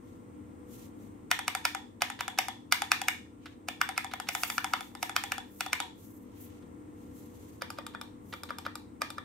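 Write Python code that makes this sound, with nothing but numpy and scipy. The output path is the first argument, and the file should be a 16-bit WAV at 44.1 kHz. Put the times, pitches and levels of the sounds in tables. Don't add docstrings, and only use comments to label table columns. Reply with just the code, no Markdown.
import sys
import numpy as np
from scipy import signal
from scipy.fft import rfft, irfft
from scipy.io import wavfile
from scipy.ndimage import uniform_filter1d

SR = 44100
rng = np.random.default_rng(int(sys.argv[2]) if len(sys.argv) > 2 else 0)


def generate_wav(signal):
    frames = np.transpose(np.atleast_2d(signal))
    scaled = np.clip(frames, -1, 1) * 32767
    pcm = np.round(scaled).astype(np.int16)
    wavfile.write(sys.argv[1], SR, pcm)


N = 407484
TAPS = 8192
HZ = np.fft.rfftfreq(TAPS, 1 / SR)
AGE = np.arange(TAPS) / SR
LEAD = 128
DOWN, UP = 0, 1


def amp(db):
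    return 10 ** (np.asarray(db) / 20)


def evened(x):
    return x / np.sqrt(np.mean(np.abs(x) ** 2) + 1e-20)


def read(points, hz):
    f, value = np.transpose(points)
    return np.interp(np.log(hz + 1), np.log(f + 1), value)


def follow(curve):
    return np.interp(np.arange(N) / SR, *np.transpose(curve))


def sides(db):
    return amp(np.array([db, -db]) / 2)


def add(mix, s, sound):
    part = mix[:, max(round(s * SR), 0):][:, :sound.shape[1]]
    part += sound[:, :part.shape[1]]


def causal(gain):
    log_gain = np.log(np.maximum(gain, 1e-5))
    circle = np.concatenate([log_gain, log_gain[..., -2:0:-1]], -1)
    return np.exp(np.conj(signal.hilbert(circle)))[..., :len(HZ)]


def pulse(spectrum):
    delayed = spectrum * np.exp(-2j * np.pi * HZ * LEAD / SR)
    return irfft(delayed)[:TAPS // 2]


def presses(rows, modes, low_hz, level_db, spring_db, lead_in_db, settle_s):
    centre_db = [-3.5, 4.5, 0, 1.5, -4.5]
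    end_db = [5, -10, -2, 0, -1.5]
    swell_s = 0.011
    out = np.zeros((3, N))
    for s, db, off_centre, hardness_db in rows:
        off = np.clip(off_centre, 0, 1)
        bands_db = (1 - off) * np.array(centre_db) + off * np.array(end_db)
        colour = body(modes, DOWN, low_hz) * amp(db + level_db + tone_db(bands_db, hardness_db))
        rock_s = off * 0.0021 - .0002
        blow = chatter(rock_s, first=0.99, settle_s=settle_s, smooth=0.71)
        add(out, s - LEAD / SR, pulse(colour * blow))
        add(out, s, amp(db + spring_db) * spring(DOWN))
        swelling = rng.standard_normal(TAPS) * (AGE < swell_s) * (0.2 + AGE / swell_s)
        lead_in = evened(rfft(swelling))
        add(out, s - swell_s - LEAD / SR, amp(lead_in_db) * pulse(colour * lead_in))
    return out


def releases(rows, modes, low_hz, level_db, spring_db, settle_s):
    release_db = [0.43, 0, -0.12, 0.82, -1.3]
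    out = np.zeros((3, N))
    for s, db, hardness_db in rows:
        tone = tone_db(np.array(release_db), hardness_db)
        colour = body(modes, UP, low_hz) * amp(db + level_db + tone)
        blow = chatter(.0006, first=1.0, settle_s=settle_s, smooth=.9)
        add(out, s - LEAD / SR, pulse(colour * blow))
        add(out, s, amp(db + spring_db) * spring(UP))
    return out


def tone_db(bands_db, hardness_db):
    tone_hz = [800, 1350, 2350, 4600, 9500]
    hardness_share = [1, 1, 1.2]
    tone = bands_db + hardness_db * np.append(np.zeros(2), hardness_share)
    return read(list(zip(tone_hz, tone)), HZ)


def body(modes, direction, low_hz):
    # frequency in Hz, phase in radians by which the left port leads the right.
    port_phase = [(500, 1), (760, 0.94), (900, 0.75), (1050, 1.8), (1400, 0.48), (1850, -2.5), (2200, -0.1),
                  (4500, 0.5), (6000, 1), (7800, 2), (9500, 1.1), (14000, 0.73)]
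    hz, width, down, up, side = np.transpose(modes)[:, :, None]
    load, favour = rng.standard_normal((2, len(modes), 1)) / (1 + direction)
    shape = 1 / (1 + (2 * (HZ - hz * (1 + 0.021 * load)) / width) ** 2)
    mode_gain = amp((down, up)[direction] + 0.62 * favour) * sides(side) * shape
    gain = np.linalg.norm(mode_gain, axis=1)
    gain = gain / np.sqrt(1 + (low_hz / (HZ + 1)) ** 10)
    common = np.sqrt((gain ** 2).mean(0))
    ports = gain * np.exp(1j * np.outer([.5, -.5], read(port_phase, HZ)))
    smoothed = np.sqrt(np.abs(uniform_filter1d(common ** 2, size=330)))
    share = np.clip((HZ - 1800) / 3500, 0, 1)
    around = (1 - share) * common + share * smoothed
    return causal(common) / common * np.vstack([ports, around])


def chatter(delay, first, settle_s, smooth):
    late = AGE - max(delay, 0)
    first_force = first * np.exp(-(AGE / settle_s) ** 2)
    force = first_force + (late >= 0) * np.exp(-(late / settle_s) ** 2)
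    z = rfft(force * rng.standard_normal(TAPS))
    contacts = irfft(z / (np.abs(z) + 1e-9) ** min(smooth, 1))
    return evened(rfft(contacts * np.sqrt(force)))


def spring(direction):
    # frequency in Hz, width in Hz, relative level in dB
    # on a press, the same on a release, 60 dB decay time in seconds ahead of the final fade.
    clusters = [(756.6, 60, -44.5, -35, 0.19), (915, 170, -48, -36, 0.76), (1840, 220, -41, -40.5, 0.22),
                (3465, 430, -40, -42, 0.16)]
    ring = np.zeros((3, TAPS))
    for hz, width, down, up, t60 in clusters:
        band = 1 / (1 + (2 * (HZ - hz) / width) ** 4)
        cluster = irfft(rfft(rng.standard_normal((3, TAPS))) * band)
        level_db = (down, up)[direction] + 1.3 * rng.standard_normal()
        ring += evened(cluster) * amp(level_db - 60 * AGE / t60)
    return ring * (1 - AGE / AGE[-1])


def pings(rows, level_db):
    ping_hz, t60 = 3474, 0.018
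    out = np.zeros((3, N))
    for s, db in rows[:, :2]:
        for late_s, again_db in [(0, 0), (0.021, 1.5)]:
            hz = ping_hz * (1 + 0.021 * rng.standard_normal())
            note = np.sin(2 * np.pi * (hz * AGE + rng.random((3, 1))))
            decay = amp(db + level_db + again_db - 60 * AGE / t60)
            add(out, s + late_s, note * np.minimum(AGE / .001, 1) * decay)
    return out


def touches(level_db, tilt_db):
    # start in seconds, relative strength in dB.
    landings = [(2.007, 1.5), (2.19, 4.5), (2.376, 5), (3.46, -2), (3.961, -3), (4.112, 1), (4.27, -2),
                (6.623, -20), (7.611, -6), (7.774, -9), (7.936, -11), (8.325, 4), (8.489, 0), (8.651, 2)]
    # frequency in Hz, level in dB ahead of the tilt.
    touch_colour = [(300, -16.5), (700, -13), (1400, -5), (2500, -9.5), (3800, -7), (5200, -17),
                    (8000, -26), (15000, -31.5)]
    out = np.zeros((3, N))
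    octaves = np.log2(np.maximum(HZ, 500) / 1400)
    colour = causal(amp(read(touch_colour, HZ) + tilt_db * octaves))
    colour = colour * np.append(sides(-2.5), 1)[:, None]
    for s, db in landings:
        rattle = chatter(0.00079, first=0.84, settle_s=0.015, smooth=0.98)
        add(out, s - LEAD / SR, amp(db + level_db) * pulse(colour * rattle))
    return out


def room(x, echo_db, tail_db, build_s):
    turn = 2 * np.pi * 1.3 * np.arange(N) / SR
    wet = np.zeros((2, N))
    for blend in (np.cos(turn), np.sin(turn)):
        reflections = response(echo_db, tail_db, build_s)
        wet += signal.oaconvolve((x * blend)[None], reflections, axes=1)[:, :N]
    return wet


def response(echo_db, tail_db, build_s):
    # mean delay in seconds, relative level in dB.
    echoes = [(.0048, -12.5), (.0078, -29.5), (.0125, -24.5), (.0168, -27.5), (.0195, -32.5), (.0212, -21),
              (.041, -31.5)]
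    # frequency in Hz, 60 dB decay time in seconds.
    room_t60 = [(500, .3), (1000, 0.28), (2000, 0.28), (4000, 0.38), (8000, 0.38), (15000, .21)]
    # frequency in Hz, relative level in dB.
    room_send = [(500, -9), (780, -8.5), (950, -4), (1350, -10.5), (1900, 0), (2500, -4.5), (3500, -0.5),
                 (5000, -8), (7500, -9.5), (9000, -10), (9900, -11.5), (11200, -5.5), (15000, -3)]
    size = SR // 2
    t = np.arange(size) / SR
    hz, age, z = signal.stft(rng.standard_normal((2, size)), SR, nperseg=256)
    t60 = read(room_t60, hz)[:, None]
    even_energy = np.sqrt(2 * np.log(1000) / (t60 * SR))
    z *= amp(read(room_send, hz)[:, None] - 60 * age / t60) * even_energy
    diffuse = signal.istft(z, SR, nperseg=256)[1][:, :size]
    tail = amp(tail_db) * diffuse * np.clip(t / build_s, 0, 1)
    for s, db in echoes:
        for port in tail:
            port[round(abs(s + rng.uniform(-.0004, .0004)) * SR)] += amp(db + echo_db)
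    return tail


def swish(level_db):
    # frequency in Hz, level in dB ahead of the tilt.
    swish_colour = [(800, -20), (2400, -3), (3400, -1), (5000, -5.5), (6300, 0.5), (8800, -3), (9900, -9.5),
                    (11200, 0.5), (15000, -4.5)]
    # time of the peak in seconds, relative level in dB,
    # half length in seconds, treble tilt in dB per octave above 2500 Hz.
    strokes = [(0.112, -75, 0.1, -2), (0.753, -59.5, 0.057, 2), (0.826, -62, .058, 0),
               (1.04, -71, 0.077, 0.5), (3.479, -66.5, 0.062, -9), (4.348, -43, 0.019, 3),
               (4.471, -44, 0.12, 5), (4.777, -58.5, .13, 2), (5.053, -55.5, 0.053, 0),
               (5.245, -61, .07, 6), (5.601, -57.5, 0.1, 7), (6.036, -61.5, 0.056, 3.5),
               (6.123, -62.5, 0.11, 8), (6.429, -52, .052, 11), (6.461, -68, 0.17, -4),
               (7.023, -72, .075, .5), (7.195, -60.5, 0.056, 4.5), (7.399, -66.5, 0.31, .5),
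               (8.339, -62.5, .08, 4), (8.552, -72, 0.16, -7)]
    out, hz = np.zeros((2, N)), np.fft.rfftfreq(SR, 1 / SR)
    t = np.arange(SR) / SR - .5
    for s, db, half_s, tilt in strokes:
        octaves = np.log2(np.maximum(hz, 2500) / 2500)
        colour = amp(read(swish_colour, hz) + tilt * octaves)
        rub = evened(irfft(rfft(rng.standard_normal((2, SR))) * colour))
        rub *= amp(2.0 * evened(uniform_filter1d(rng.standard_normal(SR), size=700)))
        stroke = amp(db + level_db) * rub * np.exp(-(t / half_s) ** 2)
        start = max(round((.5 - s) * SR), 0)
        add(out, s - .5, stroke[:, start:])
    return out


def fan(rush_db, tones_db, waver):
    # frequency in Hz, relative level in dB.
    fan_tones = [(48, -69.5), (80.7, -62.5), (99.3, -62), (117, -67.5), (165, -65.5), (199.8, -60.5),
                 (241, -60.5), (300.3, -55.5), (333, -63), (399, -78), (438, -72.5), (487, -63.5),
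                 (1378, -79.5)]
    # frequency in Hz, relative density in dB per Hz.
    fan_rush = [(20, -27.5), (50, -21.5), (85, -3.5), (120, -6), (145, -15.5), (205, -9.5), (240, 0),
                (300, -2), (370, -8.5), (510, -12), (610, -19), (1050, -18.5), (1500, -29.5), (2200, -29.5)]
    # frequency in Hz, relative density in dB per Hz.
    hiss = [(2200, -33), (3400, -40), (4700, -46), (7200, -40), (8800, -34), (9900, -49), (12000, -46),
            (15000, -45.5)]
    # frequency in Hz, left-right likeness from -1 to 1.
    fan_same = [(60, 0.49), (130, 1), (290, 0.43), (640, -0.4), (1410, -0.4), (3100, 0.59), (6820, -0.32),
                (15000, -0.039)]
    # time in seconds, relative level in dB.
    fan_level = [(0.0, -51), (1.08, -49.5), (1.49, -53.5), (5.99, -53), (6.59, -50), (9.24, -52)]
    t, hum = np.arange(N) / SR, np.zeros((2, N))
    knots = np.linspace(0, t[-1], num=70)
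    for hz, db in fan_tones:
        drift, swell = (np.interp(t, knots, v) for v in rng.standard_normal((2, len(knots))))
        tone = np.sin(2 * np.pi * hz * t + waver * drift)
        hum += np.sqrt(2) * amp(db + 2.5 * swell) * sides(1.5)[:, None] * tone
    level = amp(follow(fan_level))
    rush = level * amp(rush_db) * noise(fan_rush + hiss, fan_same)
    return rush + evened(level) * amp(tones_db) * hum


def noise(colour, same):
    # frequency in Hz, left-right level difference in dB.
    fan_side = [(60, 2.5), (110, 0.5), (200, 8.5), (380, 0), (700, -1), (1290, 3.5), (2380, -2),
                (4400, 2.5), (8120, 4.5), (15000, 1)]
    hz = np.fft.rfftfreq(N, 1 / SR)
    a, b = rfft(rng.standard_normal((2, N)))
    c = np.clip(read(same, hz), -1, 1)
    z = np.array([a, c * a + np.sqrt(1 - c ** 2) * b])
    return evened(irfft(z * amp(read(colour, hz)) * sides(read(fan_side, hz)), N))


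def scene():
    # mean frequency in Hz, width in Hz, relative level in dB going down,
    # the same coming up, left-right level difference in dB.
    hollow = [(570, 71, -14.5, -22, -11), (736, 110, -4.5, -26.5, 2), (783, 100, -10.5, -5.5, 12),
              (977.5, 120, -3, -10.5, 2.5), (1258, 220, -1, -11.5, 3.5), (1420, 240, -2.5, -13, 8.5),
              (1739, 310, -5, -13.5, -1), (1920, 300, -12.5, -18, -5), (2176, 240, -5, -17.5, -6.8),
              (2384, 390, -4.5, -19, -0.5), (2556, 260, -6.5, -19.5, -1.8), (2897, 257, -8.5, -20, -5.5),
              (3437, 120, -21, -13, 2), (3660, 1200, -17, -34.5, -5), (4750, 260, -13, -22.5, -10.5),
              (5610, 1570, -12, -24, -6), (7130, 390, -13, -17.5, 8), (8020, 1400, -13.5, -23.5, 2),
              (9040, 250, -12, -20.5, 14.5), (11100, 910, -15.5, -23, -2), (12960, 1800, -22.5, -35, -4.5),
              (14400, 12000, -25.5, -42, 11)]
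    damped = [(543, 104, -6, -10, 3), (663, 90, -14, -23, -16), (810, 100, -40, -7.5, -2),
              (910, 61, -7.5, -2, 4.5), (1200, 100, -1, 1.5, 5), (1243, 260, -10, -19, 3),
              (1390, 390, -4, -3.5, 3.5), (1700, 130, -8.5, -19.5, 0.5), (2140, 660, -21.5, -33, -6),
              (2390, 120, -8, -6, -3), (2610, 1500, -32, -18.5, -7), (3540, 140, -33, -9.5, 21),
              (3890, 250, -21.5, -9.5, -4), (4780, 220, -18.5, -9.5, -6), (5210, 310, -19.5, -8, -5),
              (5750, 1300, -27, -18, -2.5), (7370, 170, -21, -4, 2), (8770, 750, -23.5, -11.5, 8.5),
              (11100, 410, -24, -9, 1), (12850, 911, -49.0, -22, 8.0), (14107, 4200, -34, -24, 1)]
    # time in seconds, relative strength in dB, how far off centre the finger
    # lands from 0 to 1, hardness of the blow in dB.
    press_rows = [(1.3136, 21, .25, -1), (1.479, 16.5, .6, -1), (1.6518, 19, 0.47, 0),
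                  (2.0188, 20, 0.75, -2.5), (2.2065, 16, 0.85, -6), (2.3866, 19.5, 0.81, 0.5),
                  (2.7229, 20.5, 0.37, 3), (2.9169, 21, 0.36, 0), (3.083, 16.5, 0.34, 3),
                  (3.4577, -7, 0, -3.5), (3.6845, 14, 0.87, -4), (3.8143, 19, 0.13, -3.5),
                  (3.9774, 15, 0.4, -0.5), (4.1357, 12, 0.72, -7), (4.2874, 15, 0.84, -0.5),
                  (4.434, 15, 0.33, 0), (4.5806, 14.5, 0, -2.5), (4.7354, 20.5, 0.24, -8),
                  (5.0273, 13.5, 0.87, 0.5), (5.1635, 18.5, 0.38, 0), (5.3195, 14.5, 0.23, -2),
                  (5.6065, 13.5, .5, 0.5), (5.73, 19, 0.45, -2), (7.62, 13.5, 0.3, 3.5),
                  (7.7855, 12, 0.53, -3), (7.9485, 10.9, 0.2, -9), (8.3374, 11.5, .2, -3.5),
                  (8.5049, 9, 0.36, -2.5), (8.6638, 13, .35, -3), (9.0178, 17.5, 0.4, 4),
                  (9.1819, 10.3, 0.28, -3.5)]
    # time in seconds, relative strength in dB, hardness in dB.
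    release_rows = [(1.3904, 18.5, -2), (1.5501, 20, 0.5), (1.7485, 17, -2), (2.1004, 14, -1),
                    (2.2798, 16, -.5), (2.4837, 15.5, 0), (2.8195, 19, 2), (3.016, 17, 1.5),
                    (3.89, 15.5, 0), (4.045, 14, -3), (4.1998, 13.5, 0.5), (4.3502, 19, 2), (4.5004, 18, 2),
                    (4.6438, 18, 1), (4.8073, 11, -1), (4.951, 7, -1), (5.0946, 13, -1), (5.2375, 14.5, 2),
                    (5.381, 14, -2.5), (5.6624, 14.7, -3.5), (5.8019, 21.5, -2), (7.703, 3.5, 0),
                    (7.8653, 1.5, 0), (8.013, 3, -1), (8.434, 2, .5), (8.5848, 2.5, 0.5), (8.7545, 2, .5),
                    (9.103, 3.1, -0.7)]
    damped_from_s = 6.6
    down, up = np.array(press_rows), np.array(release_rows)
    hollow_down, hollow_up = down[:, 0] < damped_from_s, up[:, 0] < damped_from_s
    keys = presses(down[hollow_down], hollow, low_hz=587, level_db=-0.8, spring_db=-24, lead_in_db=-22,
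                   settle_s=0.0026)
    keys += releases(up[hollow_up], hollow, low_hz=580, level_db=-0.3, spring_db=-31.0, settle_s=0.0011)
    keys += presses(down[~hollow_down], damped, low_hz=394, level_db=0, spring_db=-24, lead_in_db=-16.5,
                    settle_s=0.0016)
    keys += releases(up[~hollow_up], damped, low_hz=450, level_db=-0.8, spring_db=-25.5, settle_s=0.0012)
    keys += pings(down[hollow_down], level_db=-53.5) + pings(up[hollow_up], level_db=-51.5)
    keys += touches(level_db=-4, tilt_db=-1)
    near, around = keys[:2], keys[2]
    background = fan(rush_db=0.15, tones_db=-3.5, waver=.7) + swish(level_db=3.0)
    return near + room(around, echo_db=-5, tail_db=-1.0, build_s=0.0011) + background


def record(dry):
    low_pass = signal.firwin(255, 15700, window=("kaiser", 9), fs=SR)
    return signal.oaconvolve(dry, low_pass[None], "same")


dry = scene()
out = record(dry)
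generate_wav(out)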